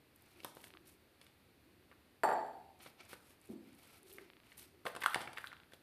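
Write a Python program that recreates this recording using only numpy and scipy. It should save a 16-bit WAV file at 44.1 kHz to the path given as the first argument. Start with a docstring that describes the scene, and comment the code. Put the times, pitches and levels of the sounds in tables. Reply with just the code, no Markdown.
"""A spatula smears thick fudge with a sticky fizz, in a paper-lined glass dish in a hard-walled kitchen.
Filtered streams of tiny bursts make the smear; sticky threads part in high clicks, and the lining paper
snaps in short pops with noise cracks. Knocks excite the dish's short low modes and ringing glass, and soft
bumps follow. Dry ticks, a low wavering drone and filtered room noise lie under it. One microphone hears
it all, and the paper, dish and fudge sounds carry the echo of the room."""
import sys
import numpy as np
from scipy import signal
from scipy.fft import rfft, irfft, next_fast_len
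from scipy.io import wavfile
from scipy.ndimage import uniform_filter1d

SR = 44100
rng = np.random.default_rng(int(sys.argv[2]) if len(sys.argv) > 2 else 0)


def waveform_to_disk(signal):
    """Save audio, clipped to [-1, 1], as 16-bit WAV at the path in sys.argv[1]."""
    frames = np.transpose(np.atleast_2d(signal))
    scaled = np.clip(frames, -1, 1) * 32767
    samples = np.round(scaled).astype(np.int16)
    wavfile.write(sys.argv[1], SR, samples)


N = 256662  # samples
TIME = np.arange(N) / SR  # seconds


# Pushes of the blade through the fudge.
# Each row: start in seconds, length in seconds, drag in dB before the common trim, wet fizz in dB.
STROKES = [(0.107, 0.33, -73, -76.5), (0.417, 0.074, -74, -63), (0.515, 0.16, -79, -66.5),
           (0.851, 0.048, -73, -64), (1.181, .08, -72.5, -80), (2.787, 0.083, -60, -64.5),
           (2.97, 0.089, -61, -76), (3.074, 0.051, -57.5, -61), (3.193, 0.12, -75, -69.5),
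           (3.387, 0.14, -72, -72.5), (3.566, 0.23, -73, -78), (3.743, 0.23, -66.5, -69),
           (4.044, .12, -72, -65.5), (4.165, 0.053, -64, -73), (4.42, 0.11, -69.5, -73.5),
           (4.561, 0.075, -66.5, -60.5)]
# Hollows between blade and dish that colour the scraping.
# Each row: centre in Hz, width in Hz, level in dB against the plain slips.
HOLLOWS = [(356, 24, 15), (710, 130, 3), (1325, 130, 2), (2320, 400, 5), (4180, 730, -4)]
# Tone curve of the dragging blade. Each row: frequency in Hz, relative level in dB.
DRAG_TONE = [(150, 7), (400, -11), (900, -2.5), (1600, -4.5), (2500, -4), (3200, -4.5), (4400, -8.5),
             (5600, -10.5), (9000, -24.5)]
# Tone curve of the wet fizz. Each row: frequency in Hz, relative level in dB.
FIZZ_TONE = [(1500, -3), (4000, 1), (7000, -4), (9200, 4), (11500, 2.5), (14000, 5), (16000, -44)]
STROKE_BUILD_SHARE, STROKE_RELEASE_S = 0.59, 0.029


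def smearing(drag_db=-1, fizz_db=0, sticking_db=0.83, sticking_hz=35):
    """The blade drags in fine slips, and sticky threads and air pockets burst behind it."""
    drag_level, fizz_level = np.zeros(N), np.zeros(N)
    for start, length, stroke_drag_db, stroke_fizz_db in STROKES:
        effort = push(start, length, STROKE_BUILD_SHARE, STROKE_RELEASE_S)
        drag_level = np.maximum(drag_level, effort * undb(stroke_drag_db + drag_db))
        fizz_level = np.maximum(fizz_level, effort * undb(stroke_fizz_db + fizz_db))
    slips = crackle(30000, spread_db=0.83, flutter_db=2.6, flutter_hz=90)
    hollow_sound = sum(undb(db) * resonate(slips, hz, width) for hz, width, db in HOLLOWS)
    drag = colour(slips + hollow_sound, DRAG_TONE) * drag_level
    bursts = crackle(9000, spread_db=3.1, flutter_db=2.0, flutter_hz=140)
    fizz = colour(bursts, FIZZ_TONE) * fizz_level
    sticking = undb(sticking_db * walk(sticking_hz))
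    return room((drag + fizz) * sticking, wet_db=-6)


# The thickest sticky threads parting. Each row: start in seconds, level in dB, pitch in Hz.
THREADS = [(.161, -46, 12500), (.222, -47, 11870), (.4465, -29, 12900), (.551, -40, 12100),
           (.6435, -46.5, 11000), (3.052, -50, 8900), (3.457, -50, 10000), (4.031, -47, 10200),
           (4.128, -39.5, 11500), (4.137, -39, 12500), (4.579, -37, 11700), (4.629, -44, 13000)]


def threads(cycles=0.82, length_s=.003, count=3):
    """Each thread of fudge lets go in a few tiny, high clicks."""
    out, t = np.zeros(N), TIME[:SR // 100]
    for s, db, hz in list(THREADS) + fine_threads():
        for k, (when, detune) in enumerate(rng.random((count, 2))):
            delay = (k > 0) * when * length_s  # the first click is on time
            click = pop(t, hz * 2 ** (0.32 * (detune - .5)), cycles)
            add(out, s + delay, undb(db - 4.7 * k) * click)
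    return room(out, wet_db=-14)


# Finer threads part at random while the blade moves; the level spread goes both ways
FINE_THREADS_PER_S, FINE_THREAD_DB, FINE_THREAD_SPREAD_DB, FINE_THREAD_HZ = 12, -57.5, 6.5, 10000


def fine_threads():
    """Fine threads part only during strokes: rows of seconds, dB, Hz."""
    rows = []
    for when, size, detune in rng.random((int(FINE_THREADS_PER_S * N / SR), 3)):
        s = when * N / SR
        if any(0 < s - start < length for start, length, _, _ in STROKES):
            db = FINE_THREAD_DB + FINE_THREAD_SPREAD_DB * (2 * size - 1)
            rows.append((s, db, FINE_THREAD_HZ * 2 ** (.5 * (detune - .5))))
    return rows


# Snaps of the lining paper. Each row: start in seconds, level in dB, pitch in Hz, crumple length in ms,
# crisp treble in dB and low thud in dB, both against the snap's level (the treble before crack_db).
SNAPS = [(0.4036, -48.5, 2750, 1.4, -3, -11), (0.434, -49, 3550, 5.9, -14, -1),
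         (0.4467, -35.5, 3520, 2.3, 1, -33), (.4475, -38.5, 950, 5.54, -7, 1.5),
         (.569, -48, 1270, 4.2, -4, 5), (.641, -44.5, 2020, 2.5, 3.5, -11),
         (.750, -50.5, 1220, 2.2, -16, -17), (1.214, -56, 2550, 4.5, 10.5, -3),
         (1.266, -56.5, 2440, 4.2, 4.5, -25), (1.914, -53, 1870, 16.7, -15, 0.5),
         (2.861, -47.5, 1226, 5.4, -1, 4), (3.131, -43.5, 1340, 6.3, 1.5, 4.5),
         (3.306, -57.5, 2860, 3, 7.5, 2), (4.116, -48, 3040, 1, -14, -10),
         (4.184, -38.5, 2130, 3.2, -16, -10.5), (4.519, -50.5, 2080, 5, -5, -22),
         (4.854, -36.5, 1210, 3.2, -4, 1.5), (4.861, -32.5, 760, 12, -15, -33),
         (4.865, -32, 2210, 5, -5, -5), (4.951, -39, 1276, 2.6, 1, -1), (4.9633, -39, 1480, 6.9, 2.5, -0.5),
         (5.0185, -35, 1880, 4, -3, -17), (5.021, -32, 1830, 5, -8, -11),
         (5.036, -28, 1830, 8.5, -5.5, -20), (5.061, -14, 1310, 1.2, -9.5, -44),
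         (5.1448, -19.5, 1890, 2.74, -4, -25), (5.156, -31.5, 1460, 3.5, -0.5, -34),
         (5.1595, -28.5, 787, 1.94, -27, 0), (5.207, -41.5, 1760, 9, 0, -3),
         (5.2156, -39, 854, 8.37, 0, -15), (5.275, -35, 2260, 3.7, -30, -6),
         (5.331, -50.5, 1400, 7.5, 8, -12), (5.369, -46, 2163, 5.1, -13, -31),
         (5.3732, -33, 2260, 4, -16, -39), (5.3831, -33, 1790, 2.8, -8, -14.5),
         (5.4423, -32, 1530, 1.34, -17, -37), (5.4717, -35, 3450, 1.3, -11, -22),
         (5.518, -41.5, 1820, 0.56, -28, -14), (5.529, -40.5, 1380, 1.2, -10, -32),
         (5.7213, -52.5, 1560, 4.4, -3, -3), (5.735, -52.5, 1410, 2.9, 10, 6)]
# Tone curve of a hard, crisp crack. Each row: frequency in Hz, relative level in dB.
CRISP_TONE = [(600, 3), (2000, 1), (3500, 9), (5000, -1.5), (6800, -9), (8500, 0), (11000, -2.5),
              (14000, -21)]


def snaps(cycles=0.79, crack_s=.0015, crack_db=-7, thud_hz=480, thud_cycles=0.22, follow_db=-7,
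          low_cut_hz=110, count=8):
    """Each buckle of the paper is a pop and a crack, trailed by smaller folds of scattered pitch."""
    out, t = np.zeros(N), TIME[:SR // 20]
    for s, db, hz, length_ms, crisp_db, thud_db in SNAPS:
        length = length_ms / 1000
        sound = pop(t, hz, cycles) + undb(thud_db) * pop(t, thud_hz, thud_cycles)
        # a short buckle is nearly one clean pop; a longer crumple folds more strongly after it
        crumple = min(length / 0.0048, 1) ** 2
        for when, detune, size in rng.random((count, 3)):
            fold = pop(t, hz * 2 ** (1.7 * (detune - .5)), cycles)
            add(sound, when * length, undb(follow_db) * (.5 + size) * crumple * fold)
        crack_fade = np.exp(-t / (crack_s + 0.37 * length))
        crack = colour(rng.standard_normal(len(t)), CRISP_TONE) * crack_fade
        add(out, s, undb(db) * (sound + undb(crisp_db + crack_db) * crack))
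    # the snaps carry little deep bass
    low_cut = signal.butter(2, low_cut_hz, "high", fs=SR, output="sos")
    return room(signal.sosfilt(low_cut, out), wet_db=-0.5)


# The hand grips and shifts the lining paper. Each row: start in seconds, length in seconds, level in dB.
GRIPS = [(4.848, 0.024, -53), (5.001, 0.07, -51), (5.108, 0.12, -58.5), (5.344, 0.13, -59.5),
         (5.71, .03, -66)]
# Tone curve of the creasing paper. Each row: frequency in Hz, relative level in dB.
PAPER_TONE = [(200, -37), (700, 3), (1500, 2), (3500, 2.5), (6500, -13), (9500, -3), (14000, -3.5)]
GRIP_BUILD_SHARE, GRIP_RELEASE_S = 0.25, 0.031


def rustle(spread_db=4):
    """Fine creases crackle between the big snaps while the hand holds the paper."""
    creases = colour(crackle(2200, spread_db, flutter_db=4.1, flutter_hz=110), PAPER_TONE)
    grip = sum(undb(db) * push(start, length, GRIP_BUILD_SHARE, GRIP_RELEASE_S)
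               for start, length, db in GRIPS)
    return room(creases * grip, wet_db=-1)


# Knocks and touches on the dish; the faint row 12 ms after the first knock is that knock's echo off a near
# wall. # Each row: start in seconds, relative level in dB, contact brightness in Hz, glass ring in dB against
# that level.
KNOCKS = [(2.2347, 4.5, 2360, -7.5), (2.2465, -14, 1980, -23), (2.2872, -15, 2800, -20),
          (2.2888, -0.5, 1690, -12), (2.3145, -6, 2180, -26), (2.3264, -4.5, 1120, -11.5),
          (2.384, -9.5, 1450, -40), (2.464, -28, 5000, -1), (3.57, -42, 500, 5)]
# The dish on its counter. Each row: mode in Hz, width in Hz, relative level in dB.
BODY = [(214, 145, -15.5), (346, 56, -4.5), (395, 57, -3), (640, 180, 0.5), (736, 40, 6.5), (772, 42, 2.5),
        (853.5, 27, 6.5), (902, 40, 4.5), (1240, 194, -3.5), (1363, 190, -0.5), (1730, 370, -5)]
# Ringing of the glass. Each row: mode in Hz, relative level in dB, time to fall 60 dB in seconds.
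GLASS = [(784, -4, 1), (820, -12, 0.74), (4486, -11, 0.6), (4515, -10.5, 0.28), (7470, -7.5, 0.093),
         (7540, -18, 0.24), (8500, -9.5, 0.13), (10040, -17, .24), (11670, -9, 0.13), (12060, -15, .26)]


def knock(body_db=10, glass_db=-38, click_db=-22, crack_db=-44, crack_s=0.0011):
    """The dish is knocked and rattles: short low modes fill the room while the glass rings on."""
    blows, strikes, t = np.zeros(N), np.zeros(N), TIME[:SR]
    for s, db, hz, ring_db in KNOCKS:
        contact = t * np.exp(-2 * np.pi * hz * t)  # softer contact, longer push
        add(blows, s, undb(db) * contact / contact.sum())
        add(strikes, s, undb([db + ring_db]))  # a single-sample impulse
    body = np.zeros(N)
    for k, (hz, width, db) in enumerate(BODY):
        body += (-1) ** k * undb(db) * resonate(blows, hz, width)
    ring = sum(undb(db - 60 * t / t60) * np.sin(2 * np.pi * hz * t) for hz, db, t60 in GLASS)
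    # the hard contact cracks, and the rim chatters faintly after it
    crack_fade = np.exp(-t / crack_s) + undb(-20) * np.exp(-t / 0.13)
    crack = colour(rng.standard_normal(len(t)), CRISP_TONE) * crack_fade
    glass_response = undb(glass_db) * ring + undb(crack_db) * crack
    glass = signal.fftconvolve(strikes, glass_response)[:N]
    click = undb(click_db) * resonate(blows, 1500, 3300)
    return room(undb(body_db) * (body + click), wet_db=6.5) + room(glass, wet_db=2.0)


# Soft bumps. Each row: start in seconds, level in dB, pitch in Hz.
BUMPS = [(3.49, -49, 390), (3.499, -38.5, 247), (3.514, -53, 522), (3.528, -59, 870), (3.533, -42.5, 314),
         (3.554, -61, 250)]


def bumps(cycles=0.99, tap_db=-14, tap_hz=560):
    """Dull, padded bumps as the spatula comes away: a low pop with a fainter tap on it."""
    out, t = np.zeros(N), TIME[:SR // 8]
    for s, db, hz in BUMPS:
        tap = undb(tap_db) * pop(t, tap_hz, 0.42)
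        add(out, s, undb(db) * (pop(t, hz, cycles) + tap))
    return room(out, wet_db=4)


# Runs of faint, evenly spaced dry ticks.
# Each row: start in seconds, length in seconds, first tick in dB, last tick in dB, before random scatter.
TICK_RUNS = [(0.6043, .185, -50, -37.5), (4.301, .185, -41, -52.5), (5.534, .12, -40.5, -47)]
TICK_GAP_S = .0335


def ticks(hz=2500, cycles=0.25, edge_hz=4900, scatter_db=-1.0):
    """Runs of tiny low-passed clicks with no echo; each run grows or fades."""
    out, t = np.zeros(N), TIME[:SR // 200]
    for start, length, first_db, last_db in TICK_RUNS:
        times = start + np.arange(0, length, TICK_GAP_S)
        for s, db in zip(times, np.linspace(first_db, last_db, len(times))):
            level = undb(db + scatter_db * rng.standard_normal())
            add(out, s, level * pop(t, hz, cycles))
    return signal.sosfilt(signal.butter(8, edge_hz, fs=SR, output="sos"), out)


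# Swells of a faint low drone.
# Each row: loudest moment in seconds, half width in seconds, pitch at that moment in Hz, level in dB.
SWELLS = [(0.381, 0.11, 341.4, -71), (.8, 0.17, 345, -68.5), (1.76, 0.12, 322.6, -71.5),
          (4.18, 0.095, 368, -61), (4.75, 0.14, 368.5, -72.5)]
SWELL_SAG_HZ_PER_S = 73


def hum(width_hz=130):
    """A faint low drone: a narrow, wavering band that sinks in pitch through each swell."""
    out = np.zeros(N)
    for s, width, hz, db in SWELLS:
        age = TIME - s
        phase = 2 * np.pi * np.cumsum(hz - SWELL_SAG_HZ_PER_S * age) / SR
        band = unit(walk(width_hz) * np.sin(phase) + walk(width_hz) * np.cos(phase))
        out += undb(db) * band / (1 + (age / width) ** 2)
    return out


# Spectrum of the quiet kitchen. Each row: frequency in Hz, relative level in dB.
KITCHEN_TONE = [(20, -4), (38, -13), (65, 1.5), (100, 1), (140, -4.5), (300, -3.5), (550, -10.5),
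                (1000, -15.5), (2600, -15.5), (3100, -20), (4500, -19.5), (5500, -29), (7500, -31.5),
                (9000, -26.5), (14000, -25)]
KITCHEN_DB = -67.5


def kitchen():
    """Room noise: even hiss over a soft rumble, from filtered white noise."""
    return undb(KITCHEN_DB) * colour(rng.standard_normal(N), KITCHEN_TONE)


# The room's echo. Each row: band centre in Hz, time to fall 60 dB in seconds,
# echo energy against the direct sound in dB before each source's own wet_db.
ROOM = [(149, 0.85, -1.5), (553, 0.68, -4), (760, 0.78, -1.5), (1230, 0.53, -4.5), (2800, 0.55, -6.5),
        (5900, 0.58, -4.5), (12900, 0.38, -8)]


def room(x, wet_db, gap_s=0.0013, early_db=-2, early_s=0.015):
    """Direct sound, a cluster of near reflections, then the echo of hard walls, whose treble dies first."""
    t = TIME[:SR]
    hz, t60, db = np.transpose(ROOM)
    freqs = np.fft.rfftfreq(len(t), 1 / SR)
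    noise = rfft(rng.standard_normal(len(t)))
    arrival = np.clip(t / gap_s - .5, 0, 1) * (1 + undb(early_db) * np.exp(-t / early_s))
    echo = np.zeros(len(t))
    # each identity row picks one band, cross-fading into its neighbours
    for share, decay, band_db in zip(np.eye(len(hz)), t60, db):
        band = irfft(noise * np.interp(np.log(freqs + 1), np.log(hz), share), len(t))
        fade = np.exp(-np.log(1000) * t / decay) * arrival
        echo += undb(band_db) * band * fade / np.sqrt(np.sum(fade ** 2))
    return x + undb(wet_db) * signal.fftconvolve(x, echo)[:N]


def push(start, length, build_share, release_s):
    """Effort of one movement: builds up smoothly over a share of its length, holds, then dies away."""
    age = TIME - start
    build = np.sin(np.pi / 2 * np.clip(age / (build_share * length), 0, 1))
    return build * np.exp(-np.maximum(age - length, 0) / release_s)


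def crackle(rate, spread_db, flutter_db, flutter_hz):
    """Tiny bursts, ringing briefly at pitches from low to high; their level flutters in clusters."""
    pitches = np.geomspace(250, 13500, 12)
    bursts = sum(resonate(grains(rate / len(pitches), spread_db), hz, 0.66 * hz) for hz in pitches)
    return bursts * undb(flutter_db * walk(flutter_hz))


def grains(rate, spread_db):
    """Tiny random clicks of very unequal size, at a mean rate per second."""
    chance, out = rng.random(N) * SR / rate, np.zeros(N)
    at = np.flatnonzero(chance < 1)
    size_db = spread_db * np.minimum(-np.log(chance[at]), 4)
    out[at] = (-1.) ** at * undb(size_db)
    return out


def pop(t, hz, cycles):
    """A flexing patch: a sine whose envelope peaks at 1 after some cycles, then dies away."""
    age = t * hz / cycles
    return age * np.exp(1 - age) * np.sin(2 * np.pi * hz * t)


def resonate(x, hz, width):
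    """One resonance, gain 1 at its centre."""
    return signal.lfilter(*signal.iirpeak(min(hz, SR * .45), hz / width, fs=SR), x)


def walk(rate):
    """Smooth random wandering of rms near 1: random steps at a rate per second, averaged over a step."""
    k = max(int(SR / rate), 1)
    steps = np.repeat(rng.standard_normal(N // k + 1), k)
    return unit(uniform_filter1d(steps, k))[:N]


def colour(x, points):
    """Filter a sound through a tone curve of (Hz, dB) points and scale to rms 1."""
    hz, db = np.transpose(points)
    size = next_fast_len(len(x), True)
    freqs = np.maximum(np.fft.rfftfreq(size, 1 / SR), 1)
    gain = undb(np.interp(np.log(freqs), np.log(hz), db))
    return unit(irfft(rfft(x, size) * gain, size)[:len(x)])


def undb(db):
    """Decibels to gain."""
    return 10 ** (np.asarray(db) / 20)


def unit(x):
    """Scale to rms 1."""
    return x / np.sqrt(np.mean(x ** 2) + 1e-30)


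def add(track, s, sound):
    """Mix a sound into a track at a time in seconds."""
    start = max(int(s * SR), 0)
    part = sound[:len(track) - start]
    track[start:start + len(part)] += part


def scene():
    """All sources at one microphone."""
    fudge = smearing() + threads()
    paper = snaps() + rustle()
    dish = knock() + bumps()
    background = ticks() + hum() + kitchen()
    return (fudge + paper + dish + background)[None]


TOP_HZ = 14300


def record(dry):
    """The recorder thins the deep bass and cuts the top."""
    thin = signal.sosfilt(signal.butter(1, 60, "high", fs=SR, output="sos"), dry)
    return signal.sosfilt(signal.ellip(8, .2, 70, TOP_HZ, fs=SR, output="sos"), thin)


dry = scene()
out = record(dry)
waveform_to_disk(out)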